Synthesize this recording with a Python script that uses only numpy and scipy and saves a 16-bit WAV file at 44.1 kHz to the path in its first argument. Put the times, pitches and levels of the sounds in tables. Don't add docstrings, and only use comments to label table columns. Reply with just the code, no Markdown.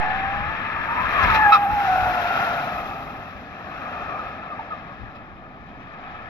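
import sys
import numpy as np
from scipy import signal
from scipy.fft import rfft, irfft, next_fast_len
from scipy.io import wavfile
from scipy.ndimage import uniform_filter1d, minimum_filter1d, map_coordinates

SR = 44100
rng = np.random.default_rng(int(sys.argv[2]) if len(sys.argv) > 2 else 0)


def put_to_file(sound):
    columns = np.atleast_2d(sound).T
    safe = np.clip(columns, -1, 1)
    whole_steps = np.round(safe * 32767)
    wavfile.write(sys.argv[1], SR, whole_steps.astype(np.int16))


def gain_from_db(level_db):
    decades = np.asarray(level_db, float) / 20
    return 10 ** decades


N = 277389

# time_s, slip_pitch_hz, fundamental_db, octave_re_fundamental_db
SQUEAL = [(0, 735, -29.5, -15), (.25, 783, -28, -15), (.6, 870, -38, -11), (.85, 920, -39, -10),
          (.94, 960, -26, -24), (1.03, 1010, -28, -20), (1.08, 1090, -42, -8), (1.14, 1270, -26, -18),
          (1.22, 1060, -27, -15), (1.3, 912, -30, -16), (1.35, 870, -19.5, -14), (1.41, 855, -18.5, -6),
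          (1.455, 848, -16, -1), (1.505, 824, -13, -18), (1.56, 814, -22.5, -18), (1.62, 825, -22, -20),
          (1.68, 803, -20.5, -20), (1.74, 843, -22.5, -26), (1.8, 812, -21, -30), (1.89, 752, -20, -13),
          (1.97, 752, -20, -14), (2.05, 728, -22.5, -8), (2.14, 724, -25, -14), (2.25, 700, -25.5, -8),
          (2.4, 688, -33, 2), (2.52, 700, -30, -3), (2.74, 725, -33, -22), (2.82, 770, -34.5, -18),
          (2.95, 792, -39, -22), (3.1, 792, -52, -18)]
# start_s, length_s, start_pitch_hz, tone_db, scuff_db
CHIRPS = [(0, .13, 862, -25, -50), (1.222, .035, 1160, -32.5, -23), (1.298, .024, 1300, -17, -24),
          (1.335, .045, 1330, -29.5, -19), (1.518, .047, 1287, -8.5, -15), (4.19, .05, 1256, -34, -58),
          (4.509, .04, 1235, -33.5, -60.5), (4.59, .022, 915, -29, -44.5), (4.703, .05, 1270, -32, -56.5),
          (4.86, .066, 1143, -44, -56), (5.15, .03, 1200, -52, -45)]
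CHIRP_OVERTONES_DB = [-17, -17, -23]
# time_s, rolling_rush_db, sliding_db, treble_kept_over_path_db
CAR = [(0, -25.5, -39, -20), (.4, -28.5, -37, -16), (.68, -29, -35, -15), (.95, -29, -32, -7),
       (1.2, -20, -27, -7), (1.34, -19.5, -28, -7), (1.42, -26, -29, -1), (1.5, -26, -31, 3),
       (1.64, -32.5, -35, 2), (1.85, -28.5, -33, 2), (2.08, -30, -30, 2), (2.38, -26.5, -30, 0),
       (2.6, -31, -33, 2), (2.82, -35.5, -37, 3), (3.05, -40.5, -41, 3), (3.45, -42.5, -48.5, -6),
       (3.95, -37, -36.5, -6), (4.15, -38.5, -35, -8), (4.28, -39, -39, -7), (4.42, -41.5, -43, -13),
       (4.68, -41, -43.5, -15), (5.05, -45, -49.5, -13), (5.45, -50, -52, -12), (5.8, -46, -52, -13),
       (6.1, -40.5, -46, -21), (6.29, -42, -48, -17)]
# frequency_hz, density_db_per_hz
RUSH_SPECTRUM = [(150, -5.5), (400, -12.5), (700, -2), (1200, -5.5), (2000, -3.5), (3000, -6.5),
                 (5000, -14.5), (9000, -8), (16000, -22.5)]
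# frequency_hz, density_db_per_hz
RUMBLE_SPECTRUM = [(20, -10.5), (40, 3.5), (160, 2), (250, 2.5), (400, -6.5), (800, -7.5), (2000, -28.5),
                   (6000, -43.5)]
# peak_time_s, peak_db, left_over_right_db, rise_and_fall_s_per_10_db
GUSTS = [(.17, -33.5, 8, .06), (.42, -37.5, 15, .15), (.81, -35.5, 2.5, .07), (1.08, -36, 4, .15),
         (1.26, -23, 6, .06), (1.35, -28, 4, .06), (1.46, -33, 2, .03), (1.74, -33, 13, .04),
         (1.91, -37, 14, .08), (2.03, -28.5, 3, .07), (2.3, -44, 2, .15), (2.8, -46, 7, .15),
         (3.4, -52, 10, .08), (4.03, -46, 4, .12), (4.3, -60, 4, .2), (5.04, -38, 13, .04),
         (5.35, -48, 1, .15)]
# frequency_hz, response_db, left_over_right_db, left_lead_rad, likeness_0_to_1
PORTS = [(60.5, -3, 0.5, -1, 1), (298, -1.5, -1.5, 0.36, 0.98), (507, -1.5, 4, 0.71, 0.95),
         (750, 0, 0, 0.08, .99), (960, 0, -3.5, 1.45, 0.71), (1037, 2, 11, 1.43, .95),
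         (1300, 2.5, 0.5, 1.2, 0.87), (1570, 0, 8.5, 1.5, 0.8), (1750, 2, 9.5, 1.53, 0.4),
         (1900, 1, 5.5, 1.5, 0.3), (2320, -3.5, 11.5, -1, 0.8), (2568, 1.5, 2, 1.05, .95),
         (2970, -5, 2.5, 3.5, 0.8), (3130, -6.5, 6, 4, 0.78), (3680, -7.5, 5, 4.5, 0.9),
         (3875, -6.5, 2.5, 5.5, 0.5), (4474, -12.5, 8.5, 9.5, 0.3), (5280, -12.5, 4.5, 12.5, 0.5),
         (6560, -23.5, 9, 15, 0.4), (7330, -38.5, 12, 16.7, .4), (8100, -50.5, -2.5, 20.7, .1),
         (9200, -43, 8.5, 22.5, .2), (10020, -36.5, 17.5, 28.7, .45), (12250, -15.5, 11.5, 37.5, .5),
         (15600, -22.5, 14.5, 47.5, .2)]
# time_s, added_right_port_lag_ms
TURN = [(0, 0.013), (1.5, -0.008), (2.5, 0.015), (4, 0.004), (5.6, 0.05), (6.29, 0.046)]

TAIL_TURNS_S, TAIL_TURN_LENGTH_S = 1.75, .2


def rms_one(x):
    return x / np.sqrt(np.mean(np.abs(x) ** 2) + 1e-20)


def in_time(rows):
    time_s, *columns = np.transpose(rows)
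    return [np.interp(np.arange(N) / SR, time_s, column) for column in columns]


def while_on(rows):
    t = np.arange(N) / SR
    inside_s = np.minimum(t - rows[0][0], rows[-1][0] - t)
    return np.clip(1 + inside_s / .05, 0, 1)


def rise(at_s, length_s):
    return np.clip((np.arange(N) / SR - at_s) / length_s + .5, 0, 1)


def between(start_s, end_s, edge_s):
    return rise(start_s, edge_s) - rise(end_s, edge_s)


def drift(rate_hz, size=N):
    pole = np.exp(-2 * np.pi * rate_hz / SR)
    white = rng.standard_normal(size + SR)
    slow = signal.lfilter([1], [1, -2 * pole, pole * pole], white)[SR:]
    return rms_one(slow - slow.mean())


def coloured(spectrum):
    hz = np.maximum(np.arange(N // 2 + 1) * SR / N, 1)
    at_hz, level_db = np.transpose(spectrum)
    weight = gain_from_db(np.interp(np.log(hz), np.log(at_hz), level_db))
    return hz, rfft(rng.standard_normal(N)) * weight


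def slip(pitch_hz, rough, width_hz, wobble, overtones):
    size = len(pitch_hz)
    rough = np.clip(rough, 0, 1)
    stray = (drift(width_hz, size) + 1j * drift(width_hz, size)) / np.sqrt(2)
    wobbled_hz = pitch_hz * (1 + wobble * drift(18.08, size))
    carrier = np.exp(2j * np.pi * np.cumsum(wobbled_hz) / SR)
    swing = (np.sqrt(1 - rough) + np.sqrt(rough) * stray) * carrier
    phase = swing / (np.abs(swing) + 1e-9)
    partials = 1 + sum(gain * phase ** (k + 1) for k, gain in enumerate(overtones))
    return np.sqrt(2) * np.real(swing * partials)


def squeal():
    rough_low, rough_from_hz, rough_per_khz = .1, 860, 4.0
    losing_grip_s, losing_grip_length_s, losing_grip_rough = 2.0, .3, .25
    pitch_hz, level_db, octave_db = in_time(SQUEAL)
    fast_rough = rough_per_khz * np.maximum(pitch_hz - rough_from_hz, 0) / 1e3
    late_rough = losing_grip_rough * rise(losing_grip_s, losing_grip_length_s)
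    rough = np.clip(rough_low + fast_rough + late_rough, 0, .75)
    octave = gain_from_db(octave_db)
    tone = slip(pitch_hz, rough, 80, 0.01297, [octave, gain_from_db(-23) * octave])
    return gain_from_db(level_db) * while_on(SQUEAL) * tone


def chirps():
    pitch_sag = .04
    dulling = .8
    scuff_rise = .25
    scuff_band = signal.butter(1, [1800, 5500], "band", fs=SR, output="sos")
    scuff = rms_one(signal.sosfilt(scuff_band, rng.standard_normal(N)))
    treble_db = in_time(CAR)[2]
    out = np.zeros(N)
    for start_s, length_s, start_hz, tone_db, scuff_db in CHIRPS:
        at = max(round(start_s * SR), 0)
        u = np.arange(round(1.3 * length_s * SR)) / (length_s * SR)
        span = slice(at, at + len(u))
        shape = np.minimum(u / .12, 1) * gain_from_db(-3 * u) * np.clip((1.5 - u) / .9, 0, 1)
        overtones = gain_from_db(dulling * treble_db[at] + np.array(CHIRP_OVERTONES_DB))
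        tone = slip(start_hz * (1 - pitch_sag * u), .18, 120, .015, overtones)
        scuff_shape = shape * np.minimum(u / scuff_rise, 1)
        out[span] += shape * (gain_from_db(tone_db) * tone + scuff_shape * gain_from_db(scuff_db) * scuff[span])
    return out


def scrub():
    rush_db, slide_db, _ = in_time(CAR)
    edge_s = .1
    lift_hz = 115 * between(1.7, 2.68, edge_s)
    flank_db = -7 * between(1.55, 3.1, edge_s)
    rear_open = rise(TAIL_TURNS_S, TAIL_TURN_LENGTH_S)
    # centre_hz, width_hz, level_re_control_db, octave_db, control_gain
    bands = [(715 + .65 * lift_hz, 150, 1.5, -16, gain_from_db(slide_db) * rear_open),
             (1255 + lift_hz, 105, 0, -11, gain_from_db(slide_db)),
             (np.full(N, 1718.0), 90, -9, -25, gain_from_db(rush_db + flank_db))]
    out = np.zeros(N)
    for centre_hz, width_hz, level_db, octave_db, control_gain in bands:
        flutter_db = 0.87 * drift(8.8)
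        band = slip(centre_hz, 0.99, width_hz, .02, [gain_from_db(octave_db)])
        out += control_gain * gain_from_db(level_db + flutter_db) * band
    return out


def rolling():
    middle_open_db, middle_shade_db = 4.5, -7.5
    middle_follows = .27
    rush_db, _, treble_db = in_time(CAR)
    shaded = 1 - rise(TAIL_TURNS_S, TAIL_TURN_LENGTH_S)
    middle_db = middle_open_db + middle_shade_db * shaded + middle_follows * treble_db
    hz, spectrum = coloured(RUSH_SPECTRUM)
    common_flicker = drift(21)
    out = np.zeros(N)
    for centre_hz in 100 * 2 ** np.arange(0, 8, .5):
        window = np.clip(1 - 2 * np.abs(np.log2(hz / centre_hz)), 0, 1)
        band = irfft(spectrum * window, N)
        middle = np.interp(np.log(centre_hz), np.log([2400, 5500, 12500]), [0, 1, 0])
        top = np.interp(np.log(centre_hz), np.log([5500, 12500]), [0, 1])
        flicker_db = (.5 + .4 * top) * common_flicker + 1.3 * drift(32)
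        out += band * gain_from_db(middle_db * middle + treble_db * top + flicker_db)
    return gain_from_db(rush_db) * out / np.std(irfft(spectrum, N))


def rumble():
    mean_db, follows = -39.2, .18
    rush_db, _, treble_db = in_time(CAR)
    near_db = rush_db + treble_db
    noise = rms_one(irfft(coloured(RUMBLE_SPECTRUM)[1], N))
    return noise * gain_from_db(mean_db + follows * (near_db - near_db.mean()))


def wind():
    t, power = np.arange(N) / SR, np.zeros((2, N))
    for peak_s, peak_db, pan_db, fade_s in GUSTS:
        sides_db = pan_db * np.array([[.5], [-.5]])
        power += gain_from_db(peak_db - 10 * np.abs(t - peak_s) / fade_s + sides_db) ** 2
    band = np.vstack([signal.butter(2, [34, 100], "band", fs=SR, output="sos"),
                      signal.butter(2, 26, "high", fs=SR, output="sos")])

    def lumpy():
        return rms_one(signal.sosfilt(band, rng.standard_normal(N))) * gain_from_db(drift(4.6))

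    left, right = lumpy(), lumpy()
    return np.sqrt(power) * [left, rms_one(right + 0.36 * left)]


def ports(tones, noise, other_noise):
    run_in = 4096
    size = next_fast_len(N + SR)
    hz = np.arange(size // 2 + 1) * SR / size
    at_hz, *columns = np.transpose(PORTS)
    response_db, lean_db, lead_rad, alike = [np.interp(hz, at_hz, column) for column in columns]
    alike = np.clip(alike, 0, 1)
    padded = np.pad([tones, noise, other_noise], [(0, 0), (run_in, 0)], "reflect", reflect_type="odd")
    tones, noise, other_noise = rfft(padded, size) * gain_from_db(response_db)
    right_noise = alike * noise + np.sqrt(1 - alike ** 2) * other_noise
    left = irfft((tones + noise) * gain_from_db(lean_db / 2), size)
    right = irfft((tones + right_noise) * np.exp(-1j * lead_rad) * gain_from_db(-lean_db / 2), size)
    lag_ms = in_time(TURN)[0]
    reading = run_in + np.arange(N) - lag_ms * SR / 1000
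    return np.array([left[run_in:run_in + N], map_coordinates(right, [reading], order=5, mode="nearest")])


def scene():
    tones = squeal() + chirps()
    noise, other_noise = [scrub() + rolling() + rumble() for _ in range(2)]
    return ports(tones, noise, other_noise) + wind()


def band_limit(x):
    return signal.sosfilt(signal.butter(12, 15670, fs=SR, output="sos"), x)


def record(dry):
    ceiling_db, hiss_db = -.8, -102
    span = SR // 100
    room = np.minimum(1, gain_from_db(ceiling_db) / (np.abs(dry) + 1e-9))
    gain = uniform_filter1d(minimum_filter1d(room, size=2 * span), size=span)
    hiss = gain_from_db(hiss_db) * rng.standard_normal(dry.shape)
    return band_limit(gain * dry + hiss)


dry = scene()
out = record(dry)
put_to_file(out)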